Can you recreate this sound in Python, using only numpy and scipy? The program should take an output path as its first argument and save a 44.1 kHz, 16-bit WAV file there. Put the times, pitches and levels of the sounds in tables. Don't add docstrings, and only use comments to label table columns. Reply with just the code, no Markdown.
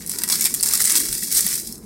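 import sys
import numpy as np
from scipy import signal
from scipy.fft import rfft, irfft
from scipy.io import wavfile

SR = 44100
rng = np.random.default_rng(int(sys.argv[2]) if len(sys.argv) > 2 else 0)


def digitize_waveform(pressure):
    field = np.atleast_2d(pressure).T
    bounded = np.clip(field, -1, 1)
    quanta = np.round(bounded * 32767).astype(np.int16)
    wavfile.write(sys.argv[1], SR, quanta)


N = 81585


def undb(db):
    return 10 ** (np.asarray(db) / 20)


def unit(x):
    return x / np.sqrt(np.mean(x ** 2) + 1e-18)


def fader(rows):
    return undb(np.interp(np.arange(N) / SR, *np.array(rows).T))


def add(out, start_s, x):
    i = int(start_s * SR)
    out[i:i + len(x)] += x[:max(N - i, 0)]


def band(x, hz, width_hz):
    return signal.lfilter(*signal.iirpeak(hz, hz / width_hz, fs=SR), x)


def colour(x, points, size=1024):
    hz, db = np.array(points).T
    gain = undb(np.interp(np.log(np.fft.rfftfreq(size, 1 / SR) + 1), np.log(hz), db))
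    cepstrum = irfft(np.log(gain))[:size // 2]
    cepstrum[1:] *= 2
    response = irfft(np.exp(rfft(cepstrum, size)))
    return unit(signal.fftconvolve(x, response)[:N]) * np.std(x)


def clumps(per_s=300, spread_db=3, decay_s=0.003):
    chance, strength = rng.random((2, N))
    kicks = (chance < per_s / SR) * undb(spread_db * strength) ** 2
    energy = signal.lfilter([1], [1, -np.exp(-2 / (decay_s * SR))], kicks)
    return unit(np.sqrt(energy))


def fractures(per_s, spread_db, shard_hz=9370, spread_oct=0.615, ring_s=0.0003):
    count, k = int(per_s * N / SR), np.arange(128)
    jitter, strength, ring = rng.random((count, 3)).T
    hz = np.clip(shard_hz * 2 ** (spread_oct * rng.standard_normal((count, 3))), 1000, SR / 2)
    tones = np.sin(2 * np.pi * hz[:, :, None] * k / SR).sum(axis=1)
    decay = np.exp(-k / SR / (ring_s * (.5 + ring[:, None])))
    sizes = undb(spread_db * np.minimum(-np.log(1 - strength), 3.2)) * (-1) ** np.arange(count)
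    ticks = tones * decay * sizes[:, None]
    starts = ((np.arange(count) + 4 * jitter) / count * N).astype(int) % N
    return unit(np.bincount((starts[:, None] + k).ravel(), ticks.ravel(), N)[:N])


def thuds(per_s, spread_db):
    hits = rng.random(N) < per_s / SR
    return unit(hits * rng.choice([-1, 1], N) * undb(spread_db * rng.random(N)))


def crackle():
    # time_s, level_db
    squeeze = [(0, -32), (.055, -43.5), (.105, -26.5), (.17, -30), (.275, -32.5), (.32, -21), (.35, -21),
               (.395, -26), (.47, -34), (.515, -28.5), (.615, -31), (.655, -20), (.79, -21), (.92, -21.5),
               (1.01, -20.5), (1.05, -23), (1.15, -24), (1.2, -27.5), (1.228, -20), (1.295, -28),
               (1.37, -15.5), (1.435, -22), (1.56, -20.5), (1.645, -36), (1.68, -27), (1.71, -38),
               (1.745, -39.5), (1.8, -54), (1.85, -46.5)]
    # time_s, low_level_db, high_level_db
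    crunch = [(0, -56, -45), (.07, -67, -56), (.12, -53, -43.5), (.2, -49, -50), (.33, -42, -38.5),
              (.39, -51, -42.5), (.46, -51, -36.5), (.5, -55, -55), (.58, -51, -53), (.68, -42, -40),
              (.81, -45, -36.5), (.97, -45, -35.5), (1.04, -56, -39), (1.19, -66, -49.5), (1.3, -60, -46.5),
              (1.375, -56, -35.5), (1.43, -52, -41), (1.52, -53, -38), (1.58, -65, -45), (1.63, -67, -59),
              (1.68, -63, -55.5), (1.78, -63, -69), (1.85, -73, -63)]
    crunch, flow = np.array(crunch), clumps()
    ticks = undb(-4) * flow * fractures(per_s=3200, spread_db=2.5)
    rub = undb(-7) * fractures(per_s=4000, spread_db=1.2)
    pushes = flow * thuds(per_s=2500, spread_db=4)
    low = fader(crunch[:, [0, 1]]) * undb(-1) * unit(band(pushes, hz=920, width_hz=400))
    high = fader(crunch[:, [0, 2]]) * undb(-4) * unit(band(pushes, hz=2270, width_hz=1810))
    return fader(squeeze) * (ticks + rub), low - high


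def rumble():
    # frequency_hz, gain_db
    rumble_colour = [(20, -48), (33, -18), (43, 1.5), (60, -4), (100, -7), (135, -4), (165, 2), (185, -1.5),
                     (210, 4), (250, -3.5), (300, -4), (365, -1.5), (450, -8), (560, -18), (1000, -23.5),
                     (3000, -45.5), (6000, -69), (16000, -73)]
    # middle_s, length_s, pitch_hz, level_db
    swells = [(0.407, 0.064, 202, -39.5), (0.537, 0.058, 226, -40), (0.725, 0.03, 130, -47),
              (0.85, 0.11, 71.6, -53), (0.992, 0.11, 284, -42), (1.026, 0.11, 350, -40.5),
              (1.114, 0.057, 130, -43.5), (1.114, 0.048, 45.5, -43), (1.213, 0.078, 197, -42),
              (1.284, 0.027, 192, -45), (1.468, 0.032, 191, -38.5), (1.542, 0.036, 49, -51),
              (1.7, 0.078, 217, -43.5), (1.842, 0.055, 193, -38)]
    t = np.arange(N) / SR
    out = undb(-42) * colour(rng.standard_normal(N), rumble_colour, size=16384)
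    for middle, length, hz, db in swells:
        shape = np.exp(-2 * ((t - middle) / length) ** 2)
        drone = band(band(rng.standard_normal(N), hz, 0.27 * hz), hz, 0.28 * hz)
        out += undb(db) * unit(shape * drone) * np.sqrt(np.mean(shape ** 2))
    return out


def snaps(attack_s=0.00005, crack_decay_s=0.0011, rustle_decay_s=0.0031, jolt_decay_s=0.0031):
    # start_s, level_db, crunch_level_db, pitch_hz
    petal_snaps = [(0.0629, -22, -63, 10800), (0.0749, -21.5, -66, 10700), (0.0952, -15, -34.5, 9800),
                   (0.1164, -17, -37.5, 8550), (0.186, -16, -32, 8600), (0.1885, -19, -36, 8000),
                   (0.2182, -21, -32.5, 10600), (0.236, -8.5, -23, 8900), (0.2778, -19, -49, 7800),
                   (0.2884, -11.5, -55, 10100), (0.2996, -11.5, -22, 6750), (0.304, -15, -33.5, 9300),
                   (0.3247, -16, -26, 6260), (0.333, -37, -55, 9600), (0.3551, -15, -26.5, 9100),
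                   (0.3956, -18, -33, 7000), (0.4091, -8.5, -41, 8700), (0.4118, -13, -30.5, 12500),
                   (0.4221, -16, -51, 7350), (0.4419, -9.5, -38, 10000), (0.4502, -10, -34, 9900),
                   (0.455, -4.5, -19, 9300), (0.4708, -25, -39, 8700), (0.5405, -10, -29.5, 9700),
                   (0.5463, -10.5, -35, 10400), (0.6087, -15, -34.5, 9500), (0.6282, -7.5, -39, 9000),
                   (0.6328, -6.5, -30, 8500), (0.6406, -19, -40, 8700), (0.6601, -12, -32, 8700),
                   (0.6755, -17, -33, 8500), (0.6876, -11, -27.5, 8400), (0.7116, -19, -29, 6600),
                   (0.7256, -14.5, -25, 8800), (0.7361, -3.5, -40, 9200), (0.7539, -11, -48, 8900),
                   (0.7758, -14, -45, 8700), (0.8041, -11, -32, 7700), (0.8159, -11, -24.5, 8640),
                   (0.8216, -9, -44, 10200), (0.8415, -10.5, -44, 8700), (0.855, -17, -39, 9500),
                   (0.874, -10, -26, 8800), (0.8781, -13.5, -34, 8850), (0.8979, -13, -23, 8900),
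                   (0.9053, -8.5, -48, 7150), (0.9176, -11.5, -28, 9500), (0.9221, -11, -44, 9400),
                   (0.954, -8, -20.5, 9400), (0.9625, -9, -56, 8650), (0.9772, -10, -45, 8100),
                   (1.0019, -12, -39, 10200), (1.0863, -16.5, -30.5, 5850), (1.127, -13, -33, 8300),
                   (1.1508, -17, -35, 8200), (1.2589, -27, -42, 9200), (1.3176, -19, -40, 8000),
                   (1.3245, -14, -46, 7900), (1.407, -8, -41, 8340), (1.4653, -7.5, -27, 10900),
                   (1.7247, -24.5, -62, 9800), (1.7553, -31.5, -66, 6550), (1.7795, -35.5, -73, 10200)]
    size = 1536
    bright, dull, t = np.zeros(N), np.zeros(N), np.arange(size) / SR
    attack = 1 - np.exp(-t / attack_s)
    decay = np.exp(-t / crack_decay_s) + undb(-3.5) * np.exp(-t / rustle_decay_s)
    for start, db, crunch_db, hz in petal_snaps:
        crack_noise, jolt_noise = np.sign(rng.standard_normal((2, size)))
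        crack = crack_noise * attack * decay
        petal = band(crack, hz, width_hz=4500) + 0.21 * crack
        jolt = jolt_noise * np.exp(-t / jolt_decay_s)
        add(bright, start, petal / np.std(petal[:size // 21]) * undb(db - 2))
        add(dull, start, jolt / np.std(jolt[:size // 9]) * undb(crunch_db - 1))
    return bright, dull


def knocks(push_decay_s=0.0017):
    # start_s, pitch_hz, peak_db, ring_t60_s
    base_breaks = [(.218, 1790, -25.5, 0.0075), (.326, 4140, -12.5, 0.032), (.335, 1020, -28, 0.0076),
                   (.411, 2240, -29, .1), (.454, 2390, -27, .06), (.456, 800, -29, .005),
                   (.598, 4605, -20.5, .02), (.609, 4270, -31, 0.014), (.633, 4570, -20, 0.018),
                   (.736, 657, -32, 0.021), (.738, 1240, -24.5, 0.012), (.804, 1850, -20, 0.011),
                   (1.086, 5550, -19, 0.017), (1.226, 1930, -26.5, 0.011), (1.4655, 735, -29, 0.0038),
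                   (1.724, 5360, -29, 0.029)]
    out, t = np.zeros(N), np.arange(N // 12) / SR
    for start, hz, db, t60 in base_breaks:
        push = rng.standard_normal(len(t)) * np.exp(-t / push_decay_s)
        ring = band(push, hz, width_hz=np.log(1000) / np.pi / t60)
        add(out, start, undb(db) * ring / np.abs(ring).max())
    return out


def collapses(attack_s=0.00093, release_s=0.0021):
    # start_s, length_s, level_db
    runs = [(0.318, 0.015, -14.5), (0.417, 0.02, -20), (0.46, 0.014, -18.5), (0.746, 0.0091, -19),
            (0.8, 0.023, -20.5), (0.847, 0.0094, -15), (0.892, 0.022, -21.5), (0.957, 0.0244, -14.5),
            (1.314, 0.014, -18.5), (1.347, 0.027, -21.5), (1.366, 0.029, -17.5)]
    flow, t = np.zeros(N), np.arange(N // 10) / SR
    attack = 1 - np.exp(-t / attack_s)
    for start, length, db in runs:
        release = np.exp(-np.maximum(t - length, 0) / release_s)
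        add(flow, start, undb(db) * attack * release)
    bright = flow * undb(0.5) * fractures(per_s=2600, spread_db=6)
    dull = flow * undb(-18.5) * thuds(per_s=3600, spread_db=14)
    return bright, dull


def reflections(x, t60_s, delay_s, crossfade_s=0.06, patterns=16):
    out, t = np.zeros(N), np.arange(N // 4) / SR
    place = np.arange(N) / SR / crossfade_s
    for k in range(patterns):
        response = rng.standard_normal(len(t)) * np.exp(-np.log(1000) * t / t60_s) * (t > delay_s)
        away = np.abs((place - k + patterns / 2) % patterns - patterns / 2)
        crossfade = np.cos(np.pi / 2 * np.minimum(away, 1))
        out += signal.fftconvolve(x * crossfade, response / np.linalg.norm(response))[:N]
    return out


def scene():
    # frequency_hz, gain_db
    shard_colour = [(500, -68), (2000, -14), (3100, -10), (4100, -6), (5300, -1), (6800, -2.5), (8500, 2),
                    (11000, -1), (13500, -1), (16000, -4.5)]
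    # frequency_hz, gain_db
    head_colour = [(200, -31), (500, -5.5), (750, -6.5), (1100, -3.5), (1600, 0), (2200, 1.5), (2800, 0),
                   (3600, 3.5), (5000, 5), (9000, -39)]
    # pitch_hz, width_hz, gain_db
    cup_modes = [(1620, 20, -4), (1677, 58, -10.5), (1922, 42, 0), (2265, 20, 2.5), (3380, 76, -0.5),
                 (4032, 164, -1), (4457, 270, -9), (5170, 110, -4)]
    bright, dull = np.sum([snaps(), collapses(), crackle()], axis=0)
    breaking = colour(bright, shard_colour) + colour(dull, head_colour)
    cup = sum(undb(db) * band(breaking, hz, width) for hz, width, db in cup_modes)
    rose = breaking + cup + knocks()
    early = undb(-8) * reflections(rose, t60_s=0.05, delay_s=0.0008)
    tail = undb(-10.5) * reflections(rose, t60_s=0.4, delay_s=0.0047)
    return (rose + early + tail + rumble())[None]


def record(dry):
    # frequency_hz, width_hz, depth (0-1)
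    housing_dips = [(2475, 83, 1), (2834, 108, 1), (3154, 160, 0.8), (3470, 124, .85), (3874, 143, 0.5),
                    (4146, 99, 0.94)]
    ceiling, top_hz = 0.68, 15900
    for hz, width, depth in housing_dips:
        dry = dry - depth * band(dry, hz, width)
    rounded = ceiling * np.tanh(dry / ceiling)
    return signal.sosfilt(signal.ellip(10, .2, 80, top_hz, fs=SR, output="sos"), rounded)


dry = scene()
out = record(dry)
digitize_waveform(out)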